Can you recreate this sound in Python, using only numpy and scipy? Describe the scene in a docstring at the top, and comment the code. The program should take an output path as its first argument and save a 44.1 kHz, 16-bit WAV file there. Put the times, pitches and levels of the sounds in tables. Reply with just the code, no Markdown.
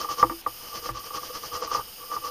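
"""A paper towel buffs leather on a wooden workbench; each stroke is a papery swish and a hollow rub.
A few strokes come first, with the hardest knock near their end; after a pause they return at about
ten a second, then thin out. Friction noise drives resonances; contacts excite decaying body and bench modes.
Throughout, one close microphone adds a steady, coloured hiss that dips briefly a few times."""
import sys
import numpy as np
from scipy import signal
from scipy.fft import rfft, irfft
from scipy.io import wavfile

SR = 44100
rng = np.random.default_rng(int(sys.argv[2]) if len(sys.argv) > 2 else 0)


def master(y):
    """Save y as 16-bit WAV."""
    cut = np.clip(np.atleast_2d(y).T, -1, 1)
    pcm = np.round(cut * 32767)  # scale
    wavfile.write(sys.argv[1], SR, pcm.astype(np.int16))


N = 101430
TIME = np.arange(N) / SR

# hollow resonances of the work on the bench: centre_hz, width_hz, rubbed_db, knocked_db
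BODY_MODES = [(314, 96, -22, -25), (468, 35.5, -8, -22), (494.3, 43.6, -7.5, -20), (677, 48, -19.5, -27),
              (824, 60, -17, -18), (939, 79, -19, -14.5), (1104, 65, -16.5, -23.5), (1173.3, 99, 1, -0.5),
              (1450, 260, -19.5, -34), (1844, 360, -29, -17.5)]


def from_db(db):
    """Amplitude ratio: 20 dB is a factor of ten."""
    return 10 ** (np.asarray(db) / 20)


def rms_one(x):
    """Normalise the mean power, so that the rms is 1."""
    return x / np.sqrt(np.mean(x ** 2) + 1e-20)


def colour(x, spectrum):
    """Spectral shaping: weight a steady noise, in dB over log frequency, to rms 1."""
    hz, db = np.transpose(spectrum)
    bin_hz = np.maximum(np.fft.rfftfreq(N, 1 / SR), 1)
    weights = from_db(np.interp(np.log(bin_hz), np.log(hz), db))
    return rms_one(irfft(rfft(x) * weights, N))


def through(x, response):
    """Linear system: convolve the excitation with an impulse response."""
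    return signal.fftconvolve(x, response)[:N]


def hollow_ring(hz, width_hz):
    """Damped resonance: the envelope swells to 1 and dies, faster for a wider resonance."""
    t = TIME[:SR // 4]
    age = np.pi * width_hz * t
    return age * np.exp(1 - age) * np.sin(2 * np.pi * hz * t)


def friction():
    """Stick-slip: paper fibres catch and let go, as dense grains over smooth sliding noise."""
    grains_per_s, grain_spread_db = 3400, 4
    smooth_share = 0.6  # of the power
    spread = np.minimum(rng.exponential(1, N), 4)
    sizes = from_db(grain_spread_db * spread) * rng.choice([-1, 1], N)
    releases = rng.random(N) < grains_per_s / SR
    grains = rms_one(sizes * releases)
    sliding = rng.standard_normal(N)
    return np.sqrt(1 - smooth_share) * grains + np.sqrt(smooth_share) * sliding


def strokes():
    """Friction-driven resonance: hand speed sets the swish, hollow rub, low scuff and bench shaking."""
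    # strokes of the towel: centre_s, half_length_s, swish_db, rub_db, scuff_db
    stroke_table = [(-0.008, 0.11, -36, -32, -40.5), (0.117, 0.049, -35, -32.5, -42.5),
                    (0.203, 0.053, -35, -30.5, -41.5), (0.671, 0.16, -46.5, -47, -53.5),
                    (0.768, 0.059, -39, -40, -45), (0.863, 0.064, -39, -40.5, -43),
                    (0.973, 0.068, -42.5, -40, -52.5), (1.061, .05, -42.5, -42.5, -48),
                    (1.162, 0.047, -36, -30, -41), (1.254, 0.088, -41.5, -47.5, -48),
                    (1.305, 0.017, -55, -45, -41.5), (1.361, 0.052, -37.5, -39, -47),
                    (1.458, 0.072, -39.5, -47, -44.5), (1.554, .055, -35.5, -31, -41),
                    (1.64, 0.064, -37, -36.5, -36), (1.743, 0.07, -33.5, -31, -46),
                    (1.799, 0.028, -48.5, -29, -40), (1.88, 0.015, -63, -46.5, -51),
                    (2.028, 0.073, -71, -46, -51), (2.142, 0.066, -42, -33, -41.5),
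                    (2.265, 0.062, -39.5, -32.5, -44.5)]
    # how steeply each part follows the hand speed, as exponents: swish, rub, scuff
    speed_powers = [3, 2.04, 1.88]
    # friction of the paper: frequency_hz, density_db (per Hz)
    swish_spectrum = [(100, -11), (300, -3.5), (900, -5.5), (1700, -6.5), (2400, -11.5), (3100, -2.5),
                      (3700, -13), (4500, -2.5), (5300, 0), (6300, -4), (7200, -14.5), (9000, -19),
                      (15000, -50)]
    # the bench shaking under the hand: frequency_hz, density_db (per Hz)
    shake_spectrum = [(20, -8), (48, -4.5), (80, -1.5), (120, -6), (200, -21), (400, -53)]
    shake_db = -17  # against the papery swish
    scuff_below_hz = 750

    levels = np.zeros((3, N))
    for centre_s, half_length_s, *part_db in stroke_table:
        phase = np.clip((TIME - centre_s) / half_length_s, -1, 1)
        speed = np.cos(np.pi / 2 * phase)
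        levels += from_db(part_db)[:, None] * speed ** np.array(speed_powers)[:, None]

    rub, scuff = np.zeros(N), np.zeros(N)
    for hz, width_hz, rubbed_db, _ in BODY_MODES:
        ring = from_db(rubbed_db) * rms_one(through(friction(), hollow_ring(hz, width_hz)))
        if hz < scuff_below_hz:
            scuff += ring
        else:
            rub += ring

    shake = from_db(shake_db) * colour(rng.standard_normal(N), shake_spectrum)
    swish = colour(friction(), swish_spectrum) + shake
    return levels[0] * swish + levels[1] * rms_one(rub) + levels[2] * rms_one(scuff)


def knocks():
    """Impulse excitation: dull contacts ring the body, each with some decaying crack noise."""
    # knocks and taps: start_s, blow_db, crack_db (against the blow, before doubling and low-pass)
    knock_table = [(0.045, -22, -40), (.088, -24, -38), (0.177, -42, -35), (.2275, -4, -18),
                   (0.267, -30.5, -40), (0.2966, -21.5, -5), (0.319, -30, -22), (0.463, -15.5, -22),
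                   (0.492, -37, -32), (0.858, -25.5, -15), (.890, -22, -5.5), (1.105, -28.5, -35),
                   (1.15, -33.5, -25), (1.230, -30.5, -35), (1.434, -28.5, -35), (1.528, -38, -32),
                   (1.55, -30, -40), (1.622, -22.5, -27), (1.675, -28.5, -35), (1.714, -20, -40),
                   (1.747, -15, -40), (1.768, -22, -30), (1.787, -26.5, -40), (2.115, -23.5, -26),
                   (2.164, -21.5, -36)]
    crack_decay_s, contact_hz = 0.011, 1650  # time constant; low-pass cutoff

    blows, cracks = np.zeros(N), np.zeros(N)
    for start_s, blow_db, crack_db in knock_table:
        blows[int(start_s * SR)] += from_db(blow_db)
        decay = (TIME >= start_s) * np.exp(-np.abs(TIME - start_s) / crack_decay_s)
        cracks += from_db(blow_db + crack_db) * decay

    body = sum(from_db(knocked_db) * hollow_ring(hz, width_hz)
               for hz, width_hz, _, knocked_db in BODY_MODES)
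    soft_contact = signal.butter(4, contact_hz, fs=SR, output="sos")
    crack_noise = signal.sosfilt(soft_contact, 2 * cracks * rng.standard_normal(N))
    return through(blows, body) + crack_noise


def bumps():
    """Modal excitation: heavier contacts drive low bench modes in a mix set by where they land."""
    # bumps that shake the bench: start_s, boom_db, ring_db (before the mode level is added)
    bump_table = [(0.235, -39, -31), (.2985, -57, -34), (0.3221, -67, -42), (.468, -51, -52),
                  (0.759, -52, -50), (.897, -39, -43), (1.768, -46, -69), (2.16, -54, -48)]
    # low modes of the bench: frequency_hz, level_db, t60_s (time to fall by 60 dB)
    bench_modes = [(46.8, 1.5, 0.34), (117.1, 5.5, 0.25), (274, 4.5, 0.1), (334, 4, 0.18)]
    boom_below_hz, attack_s = 150, 0.009  # higher modes give the woody ring

    out = np.zeros(N)
    for start_s, boom_db, ring_db in bump_table:
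        age = np.maximum(TIME - start_s, 0)
        swell = 1 - np.exp(-age / attack_s)
        for hz, mode_db, t60_s in bench_modes:
            blow_db = boom_db if hz < boom_below_hz else ring_db
            envelope = swell * from_db(blow_db + mode_db - 60 * age / t60_s)
            out += envelope * np.sin(2 * np.pi * hz * age)
    return out


def workshop(x):
    """Diffuse reverberation: short, dense reflections from the cluttered bench decay as noise."""
    room_db, t60_s, delay_s = -8.5, 0.07, 0.00312
    t = TIME[:SR // 2]
    tail = rng.standard_normal(len(t)) * from_db(-60 * t / t60_s) * (t > delay_s)
    unit_tail = tail / np.linalg.norm(tail)  # unit energy
    return x + from_db(room_db) * through(x, unit_tail)


def background():
    """Stationary noise: a faint floor lies under a louder coloured hiss whose gain dips briefly."""
    # steady floor: frequency_hz, density_db (per Hz)
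    floor_spectrum = [(20, 15.5), (45, 11), (80, 4.5), (120, 9), (220, 5), (800, 6.5), (1200, 5),
                      (2000, 2.5), (2500, 6), (2900, 8.5), (3500, 3.5), (6500, -1.5), (9000, -4),
                      (15500, 0)]
    # microphone hiss: frequency_hz, density_db (per Hz)
    hiss_spectrum = [(200, -18.5), (500, -5), (750, -46), (1180, 5), (1600, -28), (2400, -39.5),
                     (3000, 8.5), (3900, -36.5), (4500, 0), (5000, 9.5), (5900, -5.5), (6650, 0),
                     (7300, -14.5), (8600, 0), (10000, 0), (10900, -9.5), (12050, 8), (13000, -10),
                     (14300, 6.5), (15200, -1)]
    # dips of the hiss: start_s, end_s, depth_db
    dip_table = [(.416, .468, -28), (0.917, 0.992, -13), (1.613, 1.673, -20), (1.71, 1.741, -6)]
    floor_db, hiss_db, dip_edge_s = -47.5, -42.5, 0.005

    gain = np.ones(N)
    for start_s, end_s, depth_db in dip_table:
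        edge_distance_s = np.minimum(TIME - start_s, end_s - TIME)
        inside = np.clip(edge_distance_s / dip_edge_s + 0.5, 0, 1)
        gain *= 1 - inside * (1 - from_db(depth_db))

    floor = from_db(floor_db) * colour(rng.standard_normal(N), floor_spectrum)
    hiss = from_db(hiss_db) * colour(rng.standard_normal(N), hiss_spectrum)
    return floor + gain * hiss


def scene():
    """Superposition: reverberant contacts add to the background, alike in both channels."""
    contacts = strokes() + knocks() + bumps()
    mono = workshop(contacts) + background()
    return np.tile(mono, (2, 1))


def record(dry):
    """Band limitation: the microphone has a treble notch and a steep low-pass cuts the top."""
    notch_hz, notch_width_hz, cutoff_hz = 7825, 780, 15300
    b, a = signal.iirnotch(notch_hz, notch_hz / notch_width_hz, fs=SR)
    notched = signal.lfilter(b, a, dry)
    # order 12, 0.1 dB passband ripple, 90 dB stopband attenuation
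    low_pass = signal.ellip(12, 0.1, 90, cutoff_hz, fs=SR, output="sos")
    return signal.sosfilt(low_pass, notched)


dry = scene()
out = record(dry)
master(out)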